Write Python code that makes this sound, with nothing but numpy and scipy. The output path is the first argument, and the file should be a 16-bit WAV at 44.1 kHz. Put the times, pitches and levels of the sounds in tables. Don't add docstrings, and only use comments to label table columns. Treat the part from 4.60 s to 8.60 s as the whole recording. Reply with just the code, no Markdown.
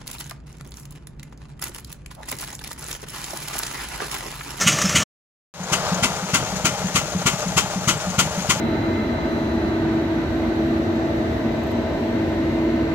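import sys
import numpy as np
from scipy import signal
from scipy.fft import rfft, irfft, next_fast_len
from scipy.io import wavfile
from scipy.ndimage import map_coordinates

SR = 44100
rng = np.random.default_rng(int(sys.argv[2]) if len(sys.argv) > 2 else 0)


def unload_audio(sound):
    columns = np.transpose(np.atleast_2d(sound))
    steps = np.round(np.clip(columns, -1, 1) * 32767)
    wavfile.write(sys.argv[1], SR, steps.astype(np.int16))


N = 176400


def amp(db):
    return 10 ** (np.asarray(db) / 20)


def unit(x):
    return x / np.sqrt(np.mean(x ** 2) + 1e-20)


def along(points, hz):
    freqs, values = np.transpose(points)
    return np.interp(np.log(hz + 1), np.log(freqs + 1), values)


def since(start_s):
    return np.arange(N) / SR - start_s


def flutter(depth_db, rate_hz):
    knots = rng.standard_normal(int(N * rate_hz / SR) + 4)
    return amp(depth_db * map_coordinates(knots, [np.arange(N) * rate_hz / SR]))


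def filtered(x, response):
    size = next_fast_len(N + SR // 4)
    return irfft(rfft(x, size) * response(np.fft.rfftfreq(size, 1 / SR)), size)[..., :N]


# frequency_hz, correlation
COHERENCE = [(40, .2), (80, 0.45), (160, 0.95), (400, 0.89), (1000, 1), (3000, 0.64), (7000, 0.37),
             (15000, 0.23)]
def noise(gain):
    def response(hz):
        angle = np.arccos(np.clip(along(COHERENCE, hz), -1, .999)) / 2
        return gain(hz) * np.array([np.cos(angle), np.sin(angle)])
    mid, side = filtered(rng.standard_normal((2, N)), response)
    return unit(np.array([mid + side, mid - side]))


def rush(spectrum):
    return noise(lambda hz: amp(along(spectrum, hz)))


def resonant(modes):
    def gain(hz):
        power = sum((amp(db) * hz * width) ** 2 / ((centre ** 2 - hz ** 2) ** 2 + (hz * width) ** 2)
                    for centre, width, db in modes)
        return np.sqrt(power)
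    return noise(gain)


def puff(start_s, length_s):
    envelope = np.zeros(N)
    span = np.arange(max(int(start_s * SR), 0), min(int((start_s + 10 * length_s) * SR), N))
    age = np.maximum(2 * (span / SR - start_s) / length_s, 0)
    envelope[span] = age * np.exp(1 - age)
    return envelope


def ring(start_s, hz, rise_s, t60_s):
    t = np.clip(since(start_s), 0, 1)
    return np.sin(2 * np.pi * hz * t) * (1 - np.exp(-t / rise_s)) * amp(-60 * t / t60_s)


def reflected(x, count=10, latest_s=.014, gain=.137):
    impulse = np.zeros(SR // 10)
    impulse[0] = 1
    delays_s = rng.uniform(.002, latest_s, size=count)
    impulse[(delays_s * SR).astype(int)] = gain * rng.choice([-1, 1], size=count)
    return unit(signal.fftconvolve(x, impulse[None], axes=1)[:, :N])


# frequency_hz, density_db
SPRAY_SPECTRUM = [(300, -14), (900, 0.5), (2000, -3), (4000, -5.5), (5300, -7), (6600, -3), (8300, -13),
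                  (12000, -17), (15800, -25.5)]
def spray(level_db=-33):
    return amp(level_db) * unit(rush(SPRAY_SPECTRUM) * flutter(1.1, 40) * flutter(1.5, 900))


# frequency_hz, density_db
RUMBLE_SPECTRUM = [(20, -26), (45, -6), (70, 1.5), (130, 1.5), (190, 4), (270, -14), (420, -7), (900, -18),
                   (3000, -71.5)]
def rumble(level_db=-35):
    return amp(level_db) * unit(rush(RUMBLE_SPECTRUM) * flutter(2.5, 16))


# time_s, level_db
SPLASH_SWELL = [(1.0, -34), (1.25, -26.5), (1.6, -36), (2.1, -38.5), (3.0, -42.5), (3.9, -37.5)]
# frequency_hz, density_db
SPLASH_SPECTRUM = [(200, -23), (450, -1), (750, 1.5), (1400, -3.5), (2000, -12.5), (5000, -14),
                   (12000, -34)]
def splash():
    level_db = np.interp(since(0), *np.transpose(SPLASH_SWELL))
    return amp(level_db) * unit(rush(SPLASH_SPECTRUM) * flutter(2, 300))


# start_s, length_s, level_db
GEAR_RATTLES = [(.006, 0.022, -20), (.119, 0.014, -22.5), (.186, 0.0043, -17), (0.215, 0.0093, -19.5),
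                (0.255, 0.0042, -23), (0.292, 0.007, -21), (0.399, 0.0092, -22)]
# frequency_hz, density_db
RATTLE_SPECTRUM = [(200, 0), (800, -4), (1250, 3), (1800, 3), (2800, -5), (4200, -6.5), (6000, 8.5),
                   (7500, 2), (10000, -14.5), (15800, -19.5)]
# centre_hz, width_hz, level_db
GEAR_MODES = [(1175, 17, 6.5), (1333, 71, 0.5), (1784, 63, 2), (2160, 74, -3.5), (2950, 90, -5),
              (5940, 330, -1), (6600, 92, -11)]
def valve_gear(ring_db=-5.5, steady_db=-30):
    shake = sum(amp(db) * puff(start, length) for start, length, db in GEAR_RATTLES)
    rattle = shake * unit(rush(RATTLE_SPECTRUM)[0] * flutter(1.5, 500))
    ringing = (amp(ring_db) * shake + amp(steady_db)) * resonant(GEAR_MODES)[0]
    return rattle + ringing


def loose_parts(per_s=22, centre_hz=6430, t60_s=.04):
    clinks = np.zeros(N + SR)
    t = np.arange(SR // 20) / SR
    for when, softness, pitch in rng.random((int(per_s * N / SR), 3)):
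        hz = centre_hz * (1 + .18 * (2 * pitch - 1))
        db = -40 - 4.5 * np.log(softness + .046)
        clinks[int(when * N):][:len(t)] += amp(db - 60 * t / t60_s) * np.sin(2 * np.pi * hz * t)
    return clinks[:N]


# start_s, level_db
EXHAUST_OPENINGS = [(0.0671, -3), (0.352, -4.5), (1.122, -2.5), (1.4287, -1.5), (1.738, -0.5), (2.048, -1),
                    (2.3522, -1), (2.6601, -0.5), (2.9688, 0), (3.278, -0.5), (3.586, 0.5), (3.8935, 0)]
def exhaust_push(pitch_hz=155, width_s=.0041, gain_db=-13):
    pushes = np.zeros(N)
    for start, db in EXHAUST_OPENINGS:
        t = since(start)
        pushes += amp(db + gain_db) * np.sin(2 * np.pi * pitch_hz * t) * np.exp(-(t / width_s) ** 2)
    return pushes


# frequency_hz, density_db
BLAST_SPECTRUM = [(100, -11.5), (250, 0.5), (550, -6.5), (1250, -2.5), (1750, -9.5), (2700, -1),
                  (4000, -6.5), (5300, -8), (6700, -3.5), (8200, -8.5), (12000, -16.5), (15800, -22)]
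# centre_hz, width_hz, level_db
SILENCER_MODES = [(960, 130, -6), (1129, 61, 4.5), (1352, 28, 3.5), (1403, 55, 4.5), (2035, 60, 3),
                  (2180, 50, -2), (2420, 56, 0), (2645, 33, -7.5), (2710, 40, -0.5), (2962, 75, 2.5),
                  (3175, 18, 5.5), (4000, 40, -12), (4510, 100, -6), (5394, 70, -8), (5860, 20, -4.5),
                  (6590, 66, -2), (6790, 60, -2.5)]
def exhaust_blast(lead_s=.0081, rise_s=.017, hold_s=.0061, t60_s=.14, tail_t60_s=.23, gain_db=-14):
    flow = np.zeros(N)
    for start, db in EXHAUST_OPENINGS:
        t = since(start - lead_s)
        attack = np.clip(t / rise_s, 0, 1) ** 1.6
        falling_s = np.maximum(t - rise_s - hold_s, 0)
        decay = amp(-60 * falling_s / t60_s)
        tail = amp(-8.5 - 60 * falling_s / tail_t60_s)
        flow += amp(db) * attack * np.hypot(decay, tail)
    gas = rush(BLAST_SPECTRUM) + amp(-1) * resonant(SILENCER_MODES)
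    return amp(gain_db) * flow * reflected(gas * flutter(.67, 600))


# frequency_hz, density_db
AIRFLOW_SPECTRUM = [(30, -26), (80, -7), (130, 0.5), (200, 3), (280, -6.5), (450, -23.5), (1200, -46.5)]
def afterflow(length_s=.056, gain_db=-30.5):
    flow = sum(amp(db + gain_db) * puff(start, length_s) for start, db in EXHAUST_OPENINGS)
    return flow * rush(AIRFLOW_SPECTRUM)


def chamber_ring(delay_s=.0064, pitch_hz=335, gain_db=-25.5):
    rings = np.zeros(N)
    for start, db in EXHAUST_OPENINGS:
        hz = pitch_hz * (1 + .051 * rng.normal())
        rings += amp(db + gain_db) * ring(start + delay_s, hz, rise_s=.00052, t60_s=.056)
    return rings


# delay_s, length_s, clack_db, hiss_db
PUMP_STROKES = [(.058, .016, -30, -39), (.085, .02, -31, -48), (.12, .034, -32, -37), (.158, .03, -33, -41),
                (.238, .016, -34, -46), (.258, .016, -30, -45)]
# centre_hz, width_hz, level_db
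PUMP_MODES = [(325, 100, -10), (454, 34, -2), (607, 53, 5), (720, 33, -4.5), (824, 55, 3), (932, 90, -12),
              (1210, 63, -4), (1388, 57, -2.5)]
# frequency_hz, density_db
HISS_SPECTRUM = [(500, -9.5), (1400, 7.5), (2500, 2), (4500, 1), (6600, 4.5), (8500, -2.5), (12000, -14),
                 (15800, -13)]
def pump(scatter_s=.001, scatter_db=.86, steady_db=-38.5):
    clack, hiss = np.zeros((2, N))
    for start, _ in EXHAUST_OPENINGS:
        for delay, length, clack_db, hiss_db in PUMP_STROKES:
            late, size = rng.standard_normal(2)
            stroke = amp(scatter_db * size) * puff(start + delay + scatter_s * late, length)
            clack += amp(clack_db) * stroke
            hiss += amp(hiss_db) * stroke
    body = unit(resonant(PUMP_MODES) * flutter(2.1, 250))
    hiss_noise = unit(rush(HISS_SPECTRUM) * flutter(1.3, 400))
    return np.hypot(clack, amp(steady_db)) * body + hiss * hiss_noise


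def valve_thump(delay_s=.0725, pitch_hz=153, gain_db=-10.5):
    return sum(amp(db + gain_db) * ring(start + delay_s, pitch_hz, rise_s=.0065, t60_s=.052)
               for start, db in EXHAUST_OPENINGS)


# start_s, level_db, pitch_hz
INTAKE_GULPS = [(0.242, -16.5, 186), (1, -18.5, 180), (1.3176, -13.5, 183), (1.6239, -19.5, 183),
                (1.924, -19.5, 190), (2.2431, -15.5, 184), (2.549, -13, 180), (2.858, -17, 180),
                (3.159, -14, 186), (3.469, -16.5, 184), (3.7755, -16, 183)]
def intake(rise_s=.002, t60_s=.12, rebound_db=-7, draught_db=-19):
    tone, draught = np.zeros((2, N))
    for start, db, hz in INTAKE_GULPS:
        gulp = ring(start, hz, rise_s, t60_s)
        rebound = ring(start + 2 / hz, hz, rise_s, t60_s)
        tone += amp(db) * (gulp + amp(rebound_db) * rebound)
        draught += amp(db + draught_db) * puff(start, length_s=.06)
    return tone + draught * rush(AIRFLOW_SPECTRUM)


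def gear_clink(start_s=.25, length_s=.019, pitch_hz=5300, level_db=-22):
    return amp(level_db) * puff(start_s, length_s) * np.sin(2 * np.pi * pitch_hz * since(start_s))


# start_s, level_db
GEAR_SQUEAKS = [(1.031, -30), (1.342, -29.5), (1.655, -38), (1.961, -31), (2.27, -31.5), (2.58, -37),
                (2.881, -33.5), (3.19, -44), (3.5, -33), (3.819, -31.5)]
def squeaks(length_s=.0103, pitch_hz=6600, width_hz=240):
    envelope = sum(amp(db) * puff(start, length_s) for start, db in GEAR_SQUEAKS)
    return envelope * resonant([(pitch_hz, width_hz, 0)])


# frequency_hz, gain_db
CLOSE_RESPONSE = [(50, -3.5), (100, 5), (180, 4.5), (300, 5.5), (420, -2.5), (580, 1.5), (850, -7),
                  (1250, -1), (2500, 7), (4500, 3.5), (6500, 9), (10000, 3.5), (15000, -0.5)]
def close_by(machine, cut_s=.433, fall_s=.0014):
    coloured = filtered(machine[0], lambda hz: amp(along(CLOSE_RESPONSE, hz)))
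    gate = np.exp(-np.clip(since(cut_s) / fall_s, 0, 60))
    return (coloured + valve_gear() + gear_clink()) * gate


# frequency_hz, left_minus_right_db
FAR_BALANCE = [(60, 3.5), (200, 1.5), (1000, 1.5), (2400, 4), (4400, 8), (7000, 13), (10000, -1),
               (15000, 2.5)]
def farther_off(machine, start_s=.9394, fade_per_s=1 / .27, left_lag_s=.0001):
    sides = np.array([[.5], [-.5]])
    def response(hz):
        lag = np.exp(-2j * np.pi * hz * sides * left_lag_s)
        return amp(sides * along(FAR_BALANCE, hz)) * lag
    t = since(start_s)
    fade = (t > 0) * np.clip(.25 + fade_per_s * t, 0, 1)
    return filtered(machine, response) * fade


def scene():
    engine = exhaust_push() + chamber_ring() + valve_thump() + exhaust_blast() + afterflow() + intake()
    machine = engine + loose_parts() + pump() + squeaks() + splash() + spray() + rumble()
    return close_by(machine) + farther_off(machine)


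def record(dry, ceiling=.96, top_hz=15880):
    rounded = dry / (1 + np.abs(dry / ceiling) ** 10) ** (1 / 10)
    return filtered(rounded, lambda hz: np.clip((top_hz - hz) / 100, 0, 1))


dry = scene()
out = record(dry)
unload_audio(out)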